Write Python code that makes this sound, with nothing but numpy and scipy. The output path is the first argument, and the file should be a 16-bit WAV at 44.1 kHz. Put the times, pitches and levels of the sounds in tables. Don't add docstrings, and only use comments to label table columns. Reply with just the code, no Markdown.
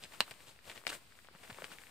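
import sys
import numpy as np
from scipy import signal
from scipy.fft import rfft, irfft
from scipy.io import wavfile
from scipy.ndimage import uniform_filter1d

SR = 44100
rng = np.random.default_rng(int(sys.argv[2]) if len(sys.argv) > 2 else 0)


def boost(x):
    u = np.asarray(x, float) / 20
    return 10 ** u


def file_out(sig):
    cols = np.atleast_2d(sig).T
    lim = np.clip(cols, -1, 1)
    pcm = np.round(lim * 32767).astype(np.int16)
    wavfile.write(sys.argv[1], SR, pcm)


N = 83790
TREBLE_HZ = 9000


def band(x, hz, q):
    return signal.lfilter(*signal.iirpeak(min(hz, .44 * SR), max(q, .3), SR), x)


def twice(x, hz, q):
    return band(band(x, hz, q), hz, q)


def unit(x):
    return x / np.sqrt(np.mean(x ** 2))


def peak(x):
    return x / np.abs(x[0]).max()


def tone(x, points):
    hz, db = np.array(points).T
    f = np.arange(N // 2 + 1) * SR / N + 1
    gain = boost(np.interp(np.log(f), np.log(hz), db))
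    return irfft(rfft(x) * gain, N)


def add(out, s, x):
    i = int(s * SR)
    out[:, i:i + x.shape[1]] += x[:, :N - i]


def ports(shared, own, pan_db):
    own = 0.35 * signal.lfilter(*signal.butter(1, 1500, "high", fs=SR), own)
    pan = boost(np.array([[pan_db], [-pan_db]]) / 2)
    return np.array([shared + own, shared - own]) * pan


def lag(size, s):
    hz = np.minimum(np.arange(size // 2 + 1) * SR / size, 3500)
    return np.exp(-2j * np.pi * hz * s)


def flicker(rate):
    k = int(SR / rate)
    held = np.repeat(rng.standard_normal(N // k + 1), k)
    return uniform_filter1d(held, k)[:N]


# (pitch [Hz], level per Hz [dB])
ROOM_TONE = [
    (25, -36),
    (60, 24),
    (200, 14.5),
    (600, 5.5),
    (2500, 9.5),
    (5000, 6.5),
    (9000, -29),
    (15000, -71),
]


def room():
    mid, side = tone(rng.standard_normal((2, N)), ROOM_TONE)
    side = side - 0.37 * signal.lfilter(*signal.butter(1, 910, fs=SR), side)
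    both = np.array([1.05 * (mid + side), mid - side])
    return unit(both) * boost(-66.5 + 1.5 * flicker(9))


def niche(x):
    t = np.arange(8192) / SR
    noise = rng.standard_normal((2, 2, len(t)))

    def fade(t60, start):
        return (t > start) * boost(-60 * (t - start) / t60)

    echo = noise[0] * fade(t60=.025, start=.005)
    tail = band(noise[1], 2200, .4) * fade(t60=.09, start=.0009)
    answer = (boost(-18) * unit(echo) + boost(-15) * unit(tail)) / np.sqrt(len(t))
    return signal.fftconvolve(x, answer, axes=1)[:, :N]


def grains():
    clicks_per_s, spread_db, cap_db = 3500, 7, 10
    chance, sign, size = rng.random((3, 2, N))
    level_db = np.minimum(-spread_db * np.log(size + 1e-4), cap_db)
    return unit((chance < clicks_per_s / SR) * np.sign(sign - .5) * boost(level_db))


# (time [s], level [dB])
SLIDE_LEVEL = [(0, -65.5), (.09, -67), (0.148, -61.5), (.34, -65.5), (.38, -68.5), (.5, -67.5),
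               (0.611, -74), (.68, -62.5), (.79, -64.5), (.84, -69), (.93, -55.5), (0.954, -55.5),
               (1, -71.5), (1.17, -70), (1.24, -70), (1.3, -74), (1.4, -71), (1.44, -66), (1.72, -62.5),
               (1.9, -66.5)]
# (pitch [Hz], level per Hz [dB])
SLIDE_COLOUR = [
    (200, 2),
    (500, 2),
    (2500, -2),
    (4500, -6),
    (9000, -9),
    (15000, -9.5),
]


def slide():
    x = tone(0.57 * grains() + rng.standard_normal((2, N)), SLIDE_COLOUR)
    high = signal.sosfilt(signal.butter(2, 5000, "high", fs=SR, output="sos"), x)
    low = signal.sosfilt(signal.butter(2, 4500, fs=SR, output="sos"), x)
    low = low * boost(2.28 * flicker(65.18))
    low = np.array([low[0] + .5 * low[1], 0.59 * (low[0] - .5 * low[1])])
    grip_db = np.interp(np.arange(N) / SR, *np.array(SLIDE_LEVEL).T)
    return (low - high) / np.std(high) * boost(grip_db + 2 + 1.6 * flicker(25))


# (time [s], peak level [dB], pitch [Hz])
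KNUCKLES = [(0.038, -46, 175), (0.206, -37, 216), (0.31, -49.5, 129), (0.483, -52.5, 117),
            (0.697, -55, 148), (0.867, -48.5, 151), (0.901, -64, 110), (0.96, -73, 86), (1.224, -59, 195),
            (1.311, -50.5, 340), (1.35, -47, 174), (1.496, -40, 224), (1.518, -44, 117), (1.628, -46, 184),
            (1.717, -48, 178)]


def thuds():
    out, t = np.zeros((2, N)), np.arange(4096) / SR
    for s, db, hz in KNUCKLES:
        u = t * hz / 1.08
        swell = u * np.exp(1 - u) * np.exp(-u) * 2
        bump = boost(db - 7) * swell * np.sin(2 * np.pi * hz * t)
        add(out, s, bump * np.array([[1], [1]]))
    return out


# (start [s], length [s], level [dB], pitch [Hz])
GLOVE_RUBS = [(0.018, 0.053, -55, 2440), (0.117, 0.051, -58, 1700), (0.259, 0.048, -61.5, 1520),
              (0.31, 0.014, -52.5, 1900), (0.463, 0.062, -59, 2660), (0.205, 0.015, -45.5, 2540),
              (0.688, 0.03, -56, 2470), (0.706, 0.037, -60, 2300), (0.747, 0.03, -56, 2150),
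              (0.872, 0.015, -41.5, 3170), (0.893, 0.017, -42.5, 2950), (0.913, 0.023, -53, 1700),
              (0.927, 0.03, -51, 3100), (1.331, 0.044, -64.5, 980), (1.429, 0.037, -60, 1700),
              (1.497, 0.018, -50, 1400), (1.545, 0.14, -63.5, 1080), (1.639, 0.018, -54, 1880),
              (1.701, 0.05, -54, 1920)]


def rubs():
    out = np.zeros((2, N))
    crackle = grains() * boost(3.0 * flicker(250))
    for s, length, db, hz in GLOVE_RUBS:
        i, n = int(s * SR), int(length * SR)
        x = crackle[:, i:i + n] * np.sin(np.pi * (np.arange(n) / n) ** .7)
        ring = unit(band(band(x, hz, 0.28), hz, 0.89))
        body = boost(-2.5) * unit(band(x, 640, 0.82))
        crisp = boost(-26) * unit(band(x, TREBLE_HZ, 0.98))
        add(out, s, boost(db - 4) * ports(*(ring + body + crisp), 3))
    return out


# (time [s], peak
# level [dB], pitch [Hz], finger knock [dB], treble [dB])
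THREAD_TICKS = [(0.0276, -40, 2700, -18, -14), (0.0382, -30, 3180, -23, -21), (0.0399, -40, 2880, -11, -12),
                (0.0537, -41, 1820, -14, -17), (0.1223, -43, 2020, -16, -13), (0.2093, -28, 3890, -16, -14),
                (0.2116, -25, 2620, -19, -15), (0.2154, -31, 2900, -14, -12), (0.2789, -44, 1720, -17, -15),
                (0.2803, -44, 1260, -9, -12), (0.3108, -35, 2410, -18, -4), (0.314, -42, 2750, -15, -8),
                (0.3155, -38, 1620, -10, -19), (0.3398, -44, 2510, -21, -8), (0.4052, -45, 2150, -21, -17),
                (0.5622, -51, 1660, -10, -11), (0.5903, -46, 1780, -19, -17), (0.6444, -49, 2120, -18, -8),
                (0.6546, -45, 3520, -17, -13), (0.6773, -42, 3050, -9, -15), (0.6981, -32, 2710, -16, -23),
                (0.7015, -36, 2550, -15, -15), (0.7027, -38, 1660, -8, -14), (0.7159, -36, 2230, -21, -19),
                (0.7242, -44, 2210, -13, -13), (0.7688, -43, 2220, -17, -8), (0.7775, -35, 2270, -18, -8),
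                (0.7796, -44, 2330, -13, -4),
                (0.8156, -50, 1180, -8, -13), (0.8389, -46, 1160, -10, -10), (0.8522, -42, 1960, -10, -19),
               (0.8682, -20, 2320, -24, -5), (0.8695, -28, 2820, -14, -7), (0.8722, -38, 1780, -9, -7),
               (0.8747, -36, 2500, -19, -14), (0.8764, -36, 2090, -15, -6), (0.8786, -35, 3320, -23, -10),
               (0.8912, -30, 2710, -22, -15), (0.8937, -27, 3050, -22, -6), (0.8956, -35, 2660, -17, -9),
               (0.8989, -33, 3090, -21, -8), (0.9015, -33, 1380, -14, -17), (0.9037, -37, 2270, -10, -13),
               (0.9215, -34, 1520, -10, -10), (0.9283, -36, 2260, -11, -12), (0.9308, -34, 1290, -12, -16),
               (0.9321, -37, 1600, -10, -9), (0.9515, -40, 1610, -19, -8), (1.1207, -51, 1450, -13, -14),
               (1.1238, -49, 1480, -18, -14), (1.1537, -49, 2350, -14, -14), (1.1898, -43, 1820, -18, -15),
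               (1.247, -47, 1990, -9, -19), (1.2524, -51, 1390, -10, -14), (1.2724, -48, 2670, -16, -14),
               (1.2871, -44, 1070, -7, -27), (1.3507, -48, 1340, -11, -18), (1.3601, -48, 1820, -11, -18),
               (1.3874, -50, 2130, -12, -17),
                (1.4376, -41, 1680, -8.5, -10), (1.451, -45, 1770, -10, -20), (1.4786, -44, 1900, -23, -19),
               (1.5028, -46, 1470, -2, -3), (1.5055, -53, 2020, -3, -9), (1.5057, -39.5, 1880, -12, -13),
               (1.5289, -38, 2380, -11, -18), (1.5461, -40, 2020, -15, -22), (1.574, -44, 1960, -14, -12),
               (1.5845, -45, 1920, -17, -14), (1.5869, -40.5, 1020, -4, -14), (1.6062, -48, 2080, -18, -12),
               (1.6212, -34.5, 1530, -5, -18), (1.623, -51, 1510, 10, -10),
               (1.6436, -27.5, 2070, -18.5, -27), (1.6473, -45, 1420, -29, -18),
               (1.6829, -47, 1410, -15, -12), (1.718, -40, 1250, -24, -18), (1.7249, -39, 2420, -13, -2),
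               (1.786, -37, 2030, -30, -20), (1.819, -44.5, 2030, -18, -15), (1.8371, -41, 1890, -24, -20),
               (1.8697, -43, 2300, -32, -13)]
CRACK_EDGES = [
    (.3108, -38, 4300, -20, 5),
    (.8678, -27, 4200, -25, -6),
    (.8686, -30, 1150, -12, -20),
    (.8689, -27, 4300, -25, -8),
]
# (time [s], left over right [dB], extra left lag [ms])
HAND_PLACE = [(0, 3, 0), (.35, 3, -.1), (.58, 4, .04), (.7, 3, -.08), (.868, 8, -.15), (.885, 0, 0),
              (.95, 3, 0), (1.12, 4, -.13), (1.29, 5, -.12), (1.36, 5, 0), (1.9, 4, .02)]


def thread():
    out, t = np.zeros((2, N)), np.arange(512) / SR
    lead = 16
    when, pan_db, lag_ms = np.array(HAND_PLACE).T
    for s, db, hz, knock_db, treble_db in THREAD_TICKS + CRACK_EDGES:
        crumble = .12 * rng.standard_normal((2, len(t))) * np.exp(-t / .0004)
        crack = crumble - (t == 0) * np.array([[1], [0]])
        ring = twice(crack, hz, 1.25)
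        ring = peak(ring)
        knock = boost(knock_db + 2) * peak(twice(crack, 620, 0.95))
        treble = boost(treble_db - 4) * peak(twice(crack, TREBLE_HZ, .8))
        x = ring + knock + treble
        left, right = np.roll(ports(*x, np.interp(s, when, pan_db)), lead, axis=1)
        late = lag(512, np.interp(s, when, lag_ms) / 1000)
        tick = np.array([irfft(rfft(left) * late), right])
        start = s - (lead + np.abs(ring[0]).argmax()) / SR
        add(out, start, boost(db) * tick)
    return out


# (pitch [Hz], peak level [dB], t60 [s], delay [s])
SNAP_RINGS = [
    (618, -42, 0.042, 0.000092),
    (1100, -16.5, 0.0046, 0.000087),
    (1700, -27, 0.009, 0.00021),
    (2720, -11.5, 0.0052, 0.00043),
    (4090, -8.5, 0.0041, 0.000695),
    (5820, -17.5, 0.0029, 0.000347),
    (7800, -18.5, 0.0019, 0.00071),
    (10650, -21.5, 0.002, 0.00052),
    (13500, -28, 0.0041, 0.00051),
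]


def snap():
    out, x = np.zeros((2, N)), 0
    for hz, db, t60, delay in SNAP_RINGS:
        t = np.maximum(np.arange(2048) / SR - delay, 0)
        phase = 2 * np.pi * hz * t + np.array([[0], [1]]) * rng.uniform(0, 6.5)
        rise = np.minimum(t / 0.00018, 1)
        x = x - boost(db - 60 * t / t60) * rise * np.sin(phase)
    x = signal.lfilter(*signal.butter(2, 300, "high", fs=SR), x)
    add(out, .2053, ports(*x, 0.5))
    return out


def scene():
    near = thread() + rubs() + snap()
    left = irfft(rfft(near[0]) * lag(N, .00005), N)
    direct = np.array([left, near[1]])
    return direct + niche(near) + thuds() + slide() + room()


def roll_off(x):
    return signal.sosfilt(signal.butter(12, 16800, fs=SR, output="sos"), x)


def record(dry):
    dips = .3 * band(dry, 6200, 3) + .35 * band(dry, 10300, 9.3)
    whistle = 1.1 * band(dry, 8450, 5.5)
    f = np.arange(N // 2 + 1) * SR / N
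    trim = np.where(f > 15600, boost(-30), 1) * f / np.hypot(f, 30)
    x = irfft(rfft(dry - dips + whistle) * trim, N)
    return roll_off(x - .0005)


dry = scene()
out = record(dry)
file_out(out)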